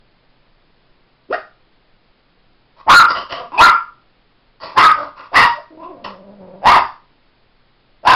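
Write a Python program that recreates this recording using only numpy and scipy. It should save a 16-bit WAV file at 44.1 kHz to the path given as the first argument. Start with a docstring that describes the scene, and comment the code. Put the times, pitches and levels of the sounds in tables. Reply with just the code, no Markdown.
"""A small dog on a bed in a bare bedroom, over faint hiss and hum.
At 1.3 s, one soft woof through nearly closed lips. From 2.9 s, six loud, harsh barks, with snorts,
grunts and yelps around them; a long, low growl leads into the fifth, and the last comes at 8 s.
The voice is vocal-fold pulses and turbulence ringing the mouth; snorts are air through nose and mouth.
Each loud bark overloads the narrow-band microphone channel, and the room rings briefly after it."""
import sys
import numpy as np
from scipy import signal
from scipy.fft import rfft, irfft, next_fast_len
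from scipy.io import wavfile
from scipy.ndimage import uniform_filter1d

SR = 44100
rng = np.random.default_rng(int(sys.argv[2]) if len(sys.argv) > 2 else 0)


def digitize_waveform(pressure):
    """Quantize a signal to 16-bit integers and store it at the path in sys.argv[1].

    Rows of a 2-D input are taken as channels; values are limited to [-1, 1].
    """
    field = np.atleast_2d(pressure).T
    bounded = np.clip(field, -1, 1)
    quanta = np.round(bounded * 32767).astype(np.int16)
    wavfile.write(sys.argv[1], SR, quanta)


N = 359415

# Background spectrum. Each row: frequency in Hz, relative density in dB.
HISS_SPECTRUM = [(20, 7), (38, -0.5), (60, -12), (140, -8), (450, -11.5), (1000, -15), (5000, -22)]
# Bedroom decay. Each row: frequency in Hz, time to fall 60 dB in seconds.
ROOM_T60 = [(150, 0.33), (500, 0.2317), (1200, 0.3422), (2500, 0.2767), (5000, 0.334)]
# Microphone channel response. 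Each row: frequency in Hz, gain in dB.
CHANNEL_RESPONSE = [(4600, 4), (5200, 0), (5700, -12), (6200, -37.5), (6700, -81)]
# Fixed resonances of nose and throat. Each row: centre in Hz, width in Hz, gain in dB.
NOSE_RESONANCES = [(660, 210, 1.5), (1920, 230, -2), (3194, 1500, -18), (5025, 5400, -12)]
THROAT_RESONANCES = [(2732, 380, -11.5), (3615, 1100, -20.5), (4855, 2100, -17.5)]
# Puffs of air. Each row: start, rise and length in seconds, level in dB, mouth resonance in Hz,
# brightness in dB, whistle in Hz.
SNORT_PUFFS = [(2.765, 0.11, 0.052, -43.5, 1028, -8, 2454), (3.081, 0.058, 0.04, -18.5, 1148, -7, 4902),
               (3.142, 0.0128, 0.0964, -25, 1142, -6, 3010), (3.292, 0.0242, 0.11, -27, 1166, -3.5, 3022),
               (4.601, 0.05, 0.08, -30.5, 1050, -6.5, 4630), (4.623, 0.0144, 0.15, -36.5, 1000, -6, 2557),
               (4.971, 0.0232, 0.1212, -31.5, 1127, -13, 1740),
               (5.162, 0.03, 0.118, -36.5, 1152, -11, 2686), (6.04, 0.032, 0.017, -25, 1078, -1, 2897),
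               (6.057, 0.0058, 0.055, -31, 1013, -10, 2596)]
# Grunts, a yelp into a bark, a squeal inside one. Each row: start, rise and length in seconds,
# effort in dB, first pitch in Hz, glide in octaves per second, mouth resonance in Hz, brightness in dB,
# second resonance in Hz, its gain in dB.
VOICED_GLIDES = [(3.33, .08, 0.1514, -32, 232.3, 0.02, 620, -9, 1080, 9.5),
                 (3.519, 0.0308, 0.0755, -24, 270.9, 12.5, 980, -10.5, 2628, -11.5),
                 (3.576, 0.016, 0.0585, -9.5, 779.5, 9.5, 920, 0.5, 2568, -1),
                 (4.829, .025, 0.0249, -8, 2170, -17, 1650, -9.5, 3585, -5.5),
                 (4.951, 0.061, .14, -30.5, 293.4, 0.27, 640, -17, 1260, 12),
                 (5.534, 0.066, 0.0597, -36, 600.1, -0.04, 660, -19, 1162, -5)]
# Course of the growl. Each row: time in seconds, effort in dB, pitch in Hz, mouth resonance in Hz.
GROWL_CURVE = [(5.7, -47, 322.9, 410), (5.78, -43, 325.1, 479), (5.84, -33, 342.5, 581.8),
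               (5.915, -40, 362.7, 560.8), (5.96, -44, 237.7, 533), (6.14, -45, 187.2, 531),
               (6.33, -46, 203.4, 524.4), (6.37, -50, 202.5, 485.5), (6.42, -42.5, 178.2, 460),
               (6.62, -44, 190, 516)]
# Course of the woof. Each row: time in seconds, effort in dB, pitch in Hz, mouth resonance in Hz,
# brightness in dB.
WOOF_CURVE = [(1.288, -51, 229.3, 333, -39), (1.311, -19.5, 447.8, 461, -22),
              (1.321, -26.5, 571.3, 570.7, -7.5), (1.329, -17.5, 626, 666, 2),
              (1.341, -16.5, 632.3, 783, -9.5), (1.36, -30, 595, 701, -8.5)]
# Loud barks. Each row: start in seconds; end of attack, widest jaw and end of hold in seconds after it;
# release in seconds; effort in dB; pitch after the attack, at widest jaw and at the end in Hz;
# mouth resonance after the attack and at widest jaw in Hz; ratio of second to mouth resonance;
# roughness, period doubling and clearing from 0 to 1; brightness in dB.
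LOUD_BARKS = [(2.863, 0.04108, 0.1206, 0.1389, 0.0712, 3.5, 695.6, 705.4, 584.6, 1171, 1379, 1.972, 0.51, .9, 0.8, -8.5),
              (3.572, 0.04006, 0.0681, 0.10295, 0.1098, 1, 660, 708.3, 608.9, 1054, 1379, 1.78, 0.32, 0.68, 0.27, -8),
              (4.744, .036, 0.13, .156, .05, -6, 645.1, 624.4, 595, 1087, 1247, 1.75, .62, 1, 0.7, -2.5),
              (5.315, .046, 0.13897, 0.1376, 0.079, -5, 930.8, 952.8, 942.5, 1184, 1079, 1.654, .5, 0.52, .3, 1.5),
              (6.612, .056, .113, .164, 0.05, -4.5, 450, 608.4, 401, 964.7, 1158, 1.958, .42, 0.6, 0.13, -4),
              (8.03, .046, .084, 0.1227, 0.0615, -4.5, 479.6, 521.1, 474, 1034, 1049, 1.5, .5, 0.93, 0.03, -1)]


def gain_of(db):
    """Decibels to an amplitude factor."""
    return 10 ** (np.asarray(db) / 20)


def unit_rms(x):
    """Scales to rms 1."""
    return x / np.sqrt(np.mean(x ** 2) + 1e-20)


def lookup(table, hz):
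    """Reads a table on a log-frequency axis."""
    table_hz, values = np.transpose(table)
    return np.interp(np.log(hz + 1), np.log(table_hz + 1), values)


def sample_curve(rows):
    """Sample times over a curve's span, and each column at those times."""
    times_s, *columns = np.transpose(rows)
    t = np.arange(times_s[0], times_s[-1], 1 / SR)
    return t, *(np.interp(t, times_s, column) for column in columns)


def add(mix, start_s, sound):
    """Mixes a sound in at start_s."""
    part = mix[round(start_s * SR):][:len(sound)]
    part += sound[:len(part)]


def equalize(x, response):
    """Filters by rows of Hz and dB."""
    size = next_fast_len(len(x) + 4096)
    gain = gain_of(lookup(response, np.fft.rfftfreq(size, 1 / SR)))
    return irfft(rfft(x, size) * gain, size)[:len(x)]


def lowpass(x, hz):
    """Steep band limit."""
    return signal.oaconvolve(x, signal.firwin(255, hz, window=("kaiser", 9), fs=SR), "same")


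def wander(size, rate_hz):
    """Gaussian random points, rate_hz a second, joined by straight lines."""
    steps = np.arange(size) * rate_hz / SR
    return np.interp(steps, np.arange(2000), rng.standard_normal(2000))


def resonate(x, hz, width_hz):
    """Steep unity-gain resonance whose centre can move."""
    carrier = np.exp(2j * np.pi * np.cumsum(hz * np.ones(len(x))) / SR)
    pole = np.exp(-np.pi * width_hz / SR)
    baseband = signal.lfilter([(1 - pole) ** 2], [1, -2 * pole, pole * pole], x / carrier)
    return 2 * (carrier * baseband).real


def background(hiss_db=-59, hum_db=-75.5, hum_hz=122.7):
    """Quiet hiss and rumble with a faint wavering hum."""
    hiss = lowpass(equalize(rng.standard_normal(N), HISS_SPECTRUM), hz=5350)
    hum = np.sin(2 * np.pi * np.cumsum(hum_hz + wander(N, rate_hz=54)) / SR)
    return gain_of(hiss_db) * unit_rms(hiss) + gain_of(hum_db) * unit_rms(hum)


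def bedroom(x, wet_db):
    """Direct sound plus dense wall reflections, each band decaying at its own rate."""
    slots = np.arange(130, SR // 2, 20)  # one reflection per 20 samples
    taps = np.zeros(SR)
    taps[slots + rng.integers(0, 20, len(slots))] = rng.choice([-1., 1.], len(slots))
    hz, t, spectra = signal.stft(taps, SR, nperseg=256)
    decay = gain_of(-60 * t / lookup(ROOM_T60, hz)[:, None])
    tail = signal.istft(spectra * decay, SR, nperseg=256)[1]
    reflections = signal.fftconvolve(x, tail / np.linalg.norm(tail))[:N]
    wet = gain_of(wet_db)
    return (x + wet * reflections) / np.sqrt(1 + wet ** 2)


def tract(drive, mouth_hz, mouth_width_hz, resonances, bright_db):
    """The mouth resonance plus further ones scaled by bright_db."""
    others = sum(gain_of(db) * resonate(drive, hz, width_hz) for hz, width_hz, db in resonances)
    return resonate(drive, mouth_hz, mouth_width_hz) + gain_of(bright_db) * others


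def snort(start_s, rise_s, length_s, level_db, mouth_hz, bright_db, whistle_hz,
          mouth_width_hz=420, whistle_q=5.9, whistle_db=-5.5):
    """Fluttering air rings mouth and nose and whistles faintly at a narrow gap."""
    t = np.arange(0, length_s, 1 / SR)
    air = rng.standard_normal(SR)[:len(t)] * gain_of(3.2 * wander(len(t), rate_hz=240))
    push = np.interp(t, [0, min(rise_s, length_s), length_s], [.2, 1, .25])
    whistle = (whistle_hz, whistle_hz / whistle_q, whistle_db)
    sound = tract(air, mouth_hz, mouth_width_hz, NOSE_RESONANCES + [whistle], bright_db)
    return start_s, gain_of(level_db) * push * unit_rms(sound)


def vocal_folds(pitch_hz, rough, doubling, jitter):
    """Uneven fold pulses mixed with a puff of turbulence each cycle."""
    size = len(pitch_hz)
    cycles = np.cumsum(pitch_hz * (1 + jitter * rough * wander(size, rate_hz=300))) / SR
    orders = np.arange(1, 25)[:, None]
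    rolloff = 1 / (1 + (orders * pitch_hz / 3800) ** 6)  # soft closure: little treble
    harmonics = np.cos(2 * np.pi * orders * cycles)
    half_harmonics = np.cos(2 * np.pi * (orders + .5) * cycles)  # strong and weak pulses alternate
    pulses = (rolloff * (harmonics + doubling * half_harmonics)).sum(0)
    shimmer = 1 + rough * wander(size, rate_hz=400)
    pulses *= 2 * np.sqrt(pitch_hz / SR / (1 + doubling ** 2)) * shimmer
    airflow = .25 + np.exp(-(cycles % 1) / .99)
    puffs = unit_rms(airflow * rng.standard_normal(2 * SR)[:size])
    return (1 - rough) * pulses + rough * puffs


def voice(effort_db, pitch_hz, mouth_hz, bright_db, *, rough, doubling, jitter, flutter_db, neck_db,
          mouth_width_hz, second_hz, second_width_hz, second_db):
    """The vocal folds drive throat and mouth; the level flutters around the effort."""
    size = len(pitch_hz)
    drive = vocal_folds(pitch_hz, rough, doubling, jitter)
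    # A soft voice hums its fundamental through the neck; a pressed one loses it unless the mouth rings.
    pressed = np.interp(effort_db, [-32, -12], [0, 1]) * np.clip(2 * (mouth_hz / pitch_hz - 1), 0, 1)
    fundamental = resonate(drive, pitch_hz, width_hz=270)
    resonances = THROAT_RESONANCES + [(second_hz, second_width_hz, second_db)]
    sound = tract(drive - pressed * fundamental, mouth_hz, mouth_width_hz, resonances, bright_db)
    sound += gain_of(neck_db) * (1 - pressed) * fundamental
    running_rms = np.sqrt(uniform_filter1d(sound ** 2, size=900) + 1e-12)
    level = gain_of(effort_db + flutter_db * rough * wander(size, rate_hz=130))
    return level * sound / running_rms * signal.windows.tukey(size, .03)


def growl():
    """Fluttering rumble through a nearly shut mouth; brightens as it swells, then drops in pitch."""
    t, effort_db, pitch_hz, mouth_hz = sample_curve(GROWL_CURVE)
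    bright_db = -4 + 2 * (effort_db - effort_db.max())
    return t[0], voice(effort_db, pitch_hz, mouth_hz, bright_db,
                       rough=.24, doubling=.074, jitter=.25, flutter_db=9, neck_db=-2,
                       mouth_width_hz=186.6,
                       second_hz=1.822 * mouth_hz, second_width_hz=90, second_db=16.5)


def glide(start_s, rise_s, length_s, effort_db, first_hz, octaves_per_s, mouth_hz, bright_db,
          second_hz, second_db):
    """Grunt, yelp or squeal: a short voiced swell on one straight pitch glide."""
    t = np.arange(0, length_s, 1 / SR)
    swell_db = np.interp(t, [0, min(rise_s, length_s), length_s], [-15, 0, -15])
    pitch_hz = first_hz * 2 ** (octaves_per_s * t)
    return start_s, voice(effort_db + swell_db, pitch_hz, mouth_hz, bright_db,
                          rough=.32, doubling=.076, jitter=.14, flutter_db=9.5, neck_db=-12,
                          mouth_width_hz=230,
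                          second_hz=second_hz, second_width_hz=200, second_db=second_db)


def woof():
    """A rising hum behind the lips, which then puff open."""
    t, effort_db, pitch_hz, mouth_hz, bright_db = sample_curve(WOOF_CURVE)
    return t[0], voice(effort_db, pitch_hz, mouth_hz, bright_db,
                       rough=.39, doubling=.18, jitter=.022, flutter_db=6, neck_db=-33.5,
                       mouth_width_hz=159,
                       second_hz=2.104 * mouth_hz, second_width_hz=370, second_db=2.5)


def bark(start_s, attack_s, widest_s, held_s, release_s, effort_db, first_hz, wide_hz, last_hz,
         first_mouth_hz, wide_mouth_hz, second_ratio, rough, doubling, clearing, bright_db):
    """Pitch and mouth resonance scoop up in the attack and sink together as the jaw closes."""
    end_s = held_s + release_s
    t = np.arange(0, end_s, 1 / SR)
    stages_s = [0, attack_s, widest_s, held_s + .4 * release_s]
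    pitch_hz = np.interp(t, stages_s, [.48 * first_hz, first_hz, wide_hz, last_hz])
    last_mouth_hz = .959 * wide_mouth_hz * last_hz / wide_hz
    mouth_hz = np.interp(t, stages_s, [.521 * first_mouth_hz, first_mouth_hz, wide_mouth_hz, last_mouth_hz])
    lips_shut = np.clip(1 - t / attack_s, 0, 1) ** 1.03
    # At widest jaw the voice briefly locks into a purer, darker tone that carries better.
    clear = clearing * np.exp(-.5 * ((t - widest_s) / .0208) ** 2)
    fade_db = np.interp(t, [attack_s, held_s, end_s], [0, -5.5, -43.5])
    level_db = effort_db - 40.5 * lips_shut + fade_db + 3.5 * clear
    treble_db = bright_db - 17 * lips_shut - 16.5 * clear
    return start_s, voice(level_db, pitch_hz, mouth_hz, treble_db,
                          rough=rough * (1 - clear), doubling=doubling * (1 - clear),
                          jitter=.11, flutter_db=4, neck_db=-12, mouth_width_hz=355.6,
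                          second_hz=second_ratio * mouth_hz, second_width_hz=340, second_db=-4)


def scene():
    """The dog in its room, over the background; mono."""
    dog = np.zeros(N)
    add(dog, *woof())
    add(dog, *growl())
    for source, table in (bark, LOUD_BARKS), (glide, VOICED_GLIDES), (snort, SNORT_PUFFS):
        for row in table:
            add(dog, *source(*row))
    return (bedroom(dog, wet_db=-2.5) + background())[None]


def overload(x, ceiling, knee):
    """Flattens the peaks; a higher knee is harder."""
    return x / (1 + abs(x / ceiling) ** knee) ** (1 / knee)


def record(dry):
    """The input overloads, the channel cuts the treble, and its overshoot clips again into thin fizz."""
    narrow = equalize(overload(dry[0], ceiling=.4604, knee=33), CHANNEL_RESPONSE)
    clipped = np.clip(narrow, -.694, .694)
    fizz_edge = resonate(clipped, hz=9750, width_hz=780)
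    return lowpass(clipped + 2 * fizz_edge, hz=15850)[None]


dry = scene()
out = record(dry)
digitize_waveform(out)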